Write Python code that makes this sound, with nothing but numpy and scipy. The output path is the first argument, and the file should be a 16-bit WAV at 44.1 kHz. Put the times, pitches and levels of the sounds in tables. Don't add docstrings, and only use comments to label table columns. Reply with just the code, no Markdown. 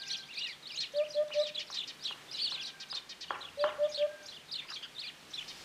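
import sys
import numpy as np
from scipy import signal
from scipy.fft import rfft, irfft, next_fast_len
from scipy.io import wavfile
from scipy.ndimage import uniform_filter1d, map_coordinates

SR = 44100
rng = np.random.default_rng(int(sys.argv[2]) if len(sys.argv) > 2 else 0)


def wav_out(sig):
    wavfile.write(sys.argv[1], SR, np.round(np.clip(np.atleast_2d(sig).T, -1, 1) * 32767).astype(np.int16))


N = 248724

# (s, length s, start pitch Hz, end pitch Hz, level dB)
HOOTS = [(0.934, 0.11, 577, 616, -27.5), (1.143, 0.098, 588.5, 609.7, -26.5), (1.339, 0.099, 589, 603.4, -26.5),
         (3.57, 0.12, 575, 616.4, -28), (3.781, 0.097, 584.3, 607, -26), (3.973, 0.1, 582, 605, -27)]
# (s, level dB)
KNOCKS = [(1.304, -14.5), (1.701, -11), (2.109, -9.5), (2.521, -11), (2.927, -9.5), (3.306, 5.5), (3.64, 7.5)]
# (Hz, dB, t60 s)
WOOD = [(385, -32.5, 0.016), (535, -46.5, 0.15), (840, -39.5, 0.1), (1061, -50, 0.034), (1117, -13, 0.0079), (1345, -33, 0.04), (1670, -22, 0.01), (2260, -50, 0.019), (2910, -41, 0.018)]
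# (s, length s, pitch Hz, level dB)
FAR_NOTES = [(-.1, 0.37, 791, -54), (2.5, 0.41, 789, -56.5), (3.936, 0.372, 793, -57.5)]
# (delay s, level dB)
WALLS = [(.0512, -14), (.088, -28)]
# (Hz, dB per Hz)
AIR = [(25, -13), (95, -9.5), (155, -1.5), (280, -2), (900, -5.5), (1700, -4.5), (3300, -5.5), (5200, -12), (9000, -18), (15500, -28)]
AIR_DB = -56.5
TOP_HZ = 15450
# (s, level dB)
SCOLDS = [(0.799, -41), (1.33, -46.5), (1.46, -46.5), (1.587, -44), (1.736, -42), (1.87, -44.5), (2.664, -48), (2.796, -45.5),
          (2.945, -45), (3.088, -46), (3.204, -44.5), (5.475, -46.5)]
# (s, level dB)
RUSTLE = [(5.1, -70), (5.36, -57), (5.52, -52), (5.64, -52.5)]
# (s, pitch Hz, level dB)
DRONE = [(3.1, 50, -95), (3.22, 69, -72), (3.65, 91, -66.5), (4.2, 92, -83)]
LEAD_S = .035
YARD_T60_S = 0.58
YARD_DB = -20
EAVES_T60_S = .15
# (s, length s, pitch Hz, level dB)
CHEEPS = [(1.545, 0.081, 4264, -36.5), (1.77, 0.084, 4406, -34.5), (2.044, 0.094, 4230, -37.5), (2.901, 0.095, 5355, -36.5), (3.405, 0.093, 4330, -44),
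          (3.944, .09, 4694, -36.5), (4.512, .1, 5210, -34), (5.336, 0.1, 4380, -38.5)]
# (s, length s, pitch Hz, fall octaves, level dB)
SLURS = [(-.02, 0.063, 5670, 0.58, -43), (0.105, 0.059, 4916, 0.33, -37), (0.286, 0.071, 3070, .3, -48.5), (0.369, 0.17, 3230, 0.41, -40), (0.373, 0.046, 4880, 0.06, -39),
         (0.418, 0.064, 4310, 0.18, -42), (0.708, 0.059, 5280, 0.08, -45.5), (0.773, 0.088, 5120, 0.67, -36.5), (1.311, 0.043, 3060, 0.09, -40.5), (1.386, 0.12, 4595, .5, -41.5),
         (2.357, 0.044, 5140, 0.01, -41.5), (2.396, .11, 5275, 0.5, -34), (2.511, .06, 4580, 0.24, -38.5), (2.577, 0.057, 3406, 0, -41), (3.28, 0.098, 3890, 0.65, -48.5),
         (3.595, 0.058, 5340, 0.43, -42.5), (3.652, 0.07, 3720, 0.7, -43.5), (3.83, .045, 3670, 0.02, -48), (4.328, 0.059, 3700, 0.13, -49), (5.03, 0.065, 5050, 0.2, -42.5)]
# (s, level dB)
SHRILLS = [(.067, -42.5), (.161, -46.5), (0.467, -47.5), (1.106, -45.5), (1.397, -46.5), (1.699, -43.5), (2.026, -41.5), (2.314, -42),
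           (2.612, -43), (3.921, -43.5), (4.257, -48), (4.7, -42.5)]
# (s, level dB)
SWOOPS = [(0.657, -45.5), (.949, -45), (4.98, -41)]
SCOLD_S, SCOLD_HZ, SCOLD_THROAT_HZ = 0.0507, 638, 4180
# (s, pitch Hz, throat resonance Hz, level dB)
SQUAWKS = [(4.615, 1144, 1820, -53), (4.681, 1428, 2000, -48), (4.821, 1594, 2980, -44.5)]
SQUAWK_S = 0.049
BEAK_HZ, BEAK_DB = 3660, -11
HOOT_LATE, HOOT_FULL, HOOT_START_DB = 1.48, 0.79, -14.5


def undb(db):
    return 10 ** (np.asarray(db) / 20)


def unit(x):
    return x / np.sqrt(np.mean(x ** 2))


def add(out, s, sound):
    start = int(s * SR)
    lo, hi = max(start, 0), min(start + len(sound), N)
    out[lo:hi] += sound[lo - start:hi - start]


def walk(size, rate):
    at = np.arange(size) * rate / SR
    return map_coordinates(rng.standard_normal(2048), [at], order=2, mode="wrap")


def turn(hz):
    return 2 * np.pi * np.cumsum(hz) / SR


def colour(x, points):
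    hz, db = np.transpose(points)
    size = next_fast_len(len(x))
    bins = np.maximum(np.arange(size // 2 + 1) * SR / size, 1)
    return irfft(rfft(x, size) * undb(np.interp(np.log(bins), np.log(hz), db)), size)[:len(x)]


def hoopoe(second_db=-26, third_db=-32, scoop=0.17, bend=1.61):
    out = np.zeros(N)
    for s, length, start_hz, end_hz, db in HOOTS:
        u = np.linspace(0, 1, int(length * SR))
        hz = (start_hz + (end_hz - start_hz) * u ** bend) * (1 - scoop * np.exp(-u / 0.039))
        phase = turn(hz * (1 + 0.00069 * walk(len(u), 134)))
        swell = undb(db) * np.maximum(np.abs(np.sin(np.pi * u ** HOOT_LATE)) ** HOOT_FULL, undb(HOOT_START_DB))
        tone = np.sin(phase) + undb(second_db + 35 * (u - 0.78)) * np.sin(2 * phase) + undb(third_db) * np.sin(3 * phase)
        add(out, s, np.sqrt(2) * swell * signal.windows.tukey(len(u), .14) * tone)
    return out


def chirp(hz, db, jitter, flutter_db=5, overtone_db=-23, second_voice_db=-12, second_stray=0.33, lead_db=-28, lead_hz=4900):
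    hz, db = (np.pad(c, (int(LEAD_S * SR), 0), mode="edge") for c in (hz, db))
    t = np.arange(len(hz)) / SR - LEAD_S
    glide = uniform_filter1d(hz, size=160)
    loudness = undb(db + BEAK_DB * np.log2(glide / BEAK_HZ) ** 2)
    opening = np.clip(1 + t / 0.0019, 0, 1) ** 2
    first = opening * loudness * np.sin(turn(glide * (1 + jitter * walk(len(t), 597.2))))
    lead = np.exp(-(t / 0.023) ** 2)
    second_hz = (glide + (lead_hz - glide) * np.clip(.5 - t / 0.0199, 0, 1)) * np.exp(second_stray * np.tanh(walk(len(t), 70) - .5))
    second = (undb(second_voice_db) * loudness + undb(lead_db) * lead) * np.sin(turn(second_hz * (1 + jitter * walk(len(t), 595.7))))
    tone = first * undb(flutter_db * (np.tanh(walk(len(t), 150.5)) - 0.22)) + second * undb(5.5 * np.tanh(walk(len(t), 86)))
    tone = tone + 2 * undb(overtone_db) * colour(tone ** 2 / np.maximum(loudness, .4), [(2500, -69), (5000, -1.5), (10000, -5.5), (14000, -2)])
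    return np.sqrt(2) * tone * signal.windows.tukey(len(t), .1)


def sparrows(open_wet_db=-10, hidden_wet_db=-5, hidden_dry_db=0):
    clear, hidden = answers(), np.zeros(N)
    for s, length, hz, db in CHEEPS:
        add(clear, s - LEAD_S, undb(db) * cheep(length, hz))
    for s, length, hz, fall_oct, db in SLURS:
        add(clear, s - LEAD_S, undb(db) * slur(length, hz, fall_oct))
    for s, db in SWOOPS:
        add(clear, s - LEAD_S, undb(db) * swoop())
    for s, db in SHRILLS:
        add(hidden, s - LEAD_S, undb(db) * shrill())
    for s, db in SCOLDS:
        add(clear, s, undb(db) * scold(SCOLD_S, SCOLD_HZ, SCOLD_THROAT_HZ))
    for s, hz, throat_hz, db in SQUAWKS:
        add(clear, s, undb(db) * scold(SQUAWK_S, hz, throat_hz))
    blur = tail(undb(open_wet_db) * clear + undb(hidden_wet_db) * hidden, EAVES_T60_S, 0.0011)
    return clear + undb(hidden_dry_db) * hidden + blur


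def flock(count=70, level_db=-61, spread_db=4, blur_t60=0.096, length=0.087, hz=4300, fall_oct=0.4):
    out = np.zeros(N)
    for k, (when, slow, high, loud) in enumerate(rng.random((count, 4))):
        own_s, own_hz = length * 2 ** (slow - .5), hz * 2 ** ((high - .5) / 2)
        call = cheep(own_s, own_hz) if k % 2 else slur(own_s, own_hz, fall_oct)
        add(out, (k + when) / count * N / SR - LEAD_S, undb(level_db + spread_db * (2 * loud - 3.5)) * call)
    return tail(out, blur_t60, 0.00079)


def knocks(scatter_db=-4, scatter_t60=0.48, scatter_onset_s=0.0094, low_hz=260):
    out, t = np.zeros(N), np.arange(SR // 3) / SR
    ring = sum(undb(db - 60 * t / t60) * np.sin(2 * np.pi * hz * t) for hz, db, t60 in WOOD)
    ring *= 1 - np.exp(-(t / .001) ** 2)
    for s, db in KNOCKS:
        add(out, s, undb(db) * ring)
    out = out + undb(scatter_db) * tail(out, scatter_t60, scatter_onset_s)
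    return signal.sosfilt(signal.butter(2, low_hz, "high", fs=SR, output="sos"), out)


def far_bird(first_db=-11, third_db=-7):
    out = np.zeros(N)
    for s, length, hz, db in FAR_NOTES:
        u = np.linspace(-1, 1, int(length * SR))
        phase = turn(hz * (1.005 - 0.0234 * u ** 2 + 0.01 * walk(len(u), 130.7)))
        tone = undb(first_db) * np.sin(phase) + np.sin(2 * phase) + undb(third_db) * np.sin(3 * phase)
        add(out, s, undb(db) * tone * signal.windows.tukey(len(u), .5))
    return out


def tail(x, t60, onset_s):
    t = np.arange(SR) / SR
    response = rng.standard_normal(SR) * undb(-60 * t / t60) * (1 - np.exp(-t / onset_s)) ** 2
    return signal.fftconvolve(x, response / np.linalg.norm(response))[:N]


def background(hum_hz=146, hum_db=-72, waver_db=1):
    air = unit(colour(rng.standard_normal(N), AIR)) * undb(AIR_DB + waver_db * walk(N, 2.23))
    hum = np.sin(turn(hum_hz * (1 + .025 * walk(N, 38)))) * undb(hum_db + 2 * walk(N, 11))
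    drone = np.sin(turn(curve(DRONE) * (1 + 0.011 * walk(N, 19)))) * undb(curve(DRONE, 2))
    rustle = unit(colour(rng.standard_normal(N), [(1000, -2.5), (5000, 1.5), (8000, -9.5), (15000, -22.5)]))
    return air + hum + drone + rustle * undb(curve(RUSTLE) + 1.3 * walk(N, 90))


def curve(rows, column=1):
    rows = np.transpose(rows)
    return np.interp(np.arange(N) / SR, rows[0], rows[column])


def scold(length, pitch_hz, throat_hz, fall=0.35, droop=0.25, body_db=-9, body_hz=3150, jitter=0.026, rough_hz=1100, count=15):
    u = np.linspace(-1, 1, int(length * SR))
    hz = pitch_hz * (1 - 0.1277 * u ** 2 + jitter * walk(len(u), 565))
    phase, centre = turn(hz), throat_hz * np.exp(-fall * u - droop * u ** 2)
    out = 0
    for k in range(2 if pitch_hz < 1000 else 1, count):
        throat = np.exp(-(np.log(k * hz / centre) / .2) ** 2)
        body = np.exp(-(np.log(k * hz / (body_hz * np.sqrt(centre / 4000))) / .76) ** 4)
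        out = out + (throat + undb(body_db) * body) * np.sin(k * phase + 2 * np.pi * rng.random() + pitch_hz / rough_hz * walk(len(u), 601))
    return unit(out * signal.windows.tukey(len(u), .4))


def arches(length, hz, fall_oct, swing_oct, lean, trough_db, count, hurry=1, narrow=1, fade_db=0):
    u = np.linspace(0, 1, int(length * SR), endpoint=False)
    trough = (1 - np.sin(np.pi * (count * u ** hurry % 1) ** lean)) ** narrow
    return hz * 2 ** (-fall_oct * u - swing_oct * trough), trough_db * trough + fade_db * u


def tips(length, hz, fall_oct, swing_oct, first_s, apart_s, fade_db):
    t = np.arange(int(length * SR)) / SR
    sag = np.abs(np.sin(np.pi * (t - first_s) / apart_s))
    return hz * 2 ** (-fall_oct * t / length - swing_oct * sag), fade_db * t / length


def cheep(length, hz):
    return chirp(*arches(length, hz, fall_oct=.64, swing_oct=0.47, lean=.85, trough_db=-11, count=3, hurry=1.06, narrow=1.4, fade_db=-3), jitter=0.015)


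def slur(length, hz, fall_oct):
    return chirp(*arches(length, hz, fall_oct, swing_oct=0.5, lean=0.83, trough_db=-4.5, count=1), jitter=0.0188)


def shrill():
    return chirp(*tips(length=.085, hz=6515, fall_oct=0.72, swing_oct=.44, first_s=.015, apart_s=.036, fade_db=-3.5), jitter=0.0227)


def swoop():
    return chirp(*tips(length=.132, hz=5400, fall_oct=.86, swing_oct=.74, first_s=.025, apart_s=0.086, fade_db=-3.5), jitter=0.017)


def answers(below_db=-11, within_s=.06, length=.07, hz=3700, spread_oct=.65, fall_oct=.25, count=2):
    out = np.zeros(N)
    for (s, _, _, _, db), neighbours in zip(SLURS, rng.uniform(-1, 1, (len(SLURS), count, 2))):
        for when, high in neighbours:
            add(out, s + within_s * when - LEAD_S, undb(db + below_db) * slur(length, hz * 2 ** (spread_oct * high), fall_oct))
    return out


def scene(sparrow_echo_db=-6, sparrow_yard_db=-5, far_wet_db=-2):
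    near, birds, far = hoopoe() + knocks(), sparrows() + flock(), far_bird()
    out = near + birds + far + undb(far_wet_db) * tail(far, YARD_T60_S, 0.0025)
    for delay, db in WALLS:
        add(out, delay, undb(db) * (near + undb(sparrow_echo_db) * birds))
    out += undb(YARD_DB) * tail(near + undb(sparrow_yard_db) * birds, YARD_T60_S, 0.037)
    return (out + background())[None]


def record(dry):
    return signal.sosfilt(signal.ellip(10, .2, 80, TOP_HZ, fs=SR, output="sos"), dry)


dry = scene()
out = record(dry)
wav_out(out)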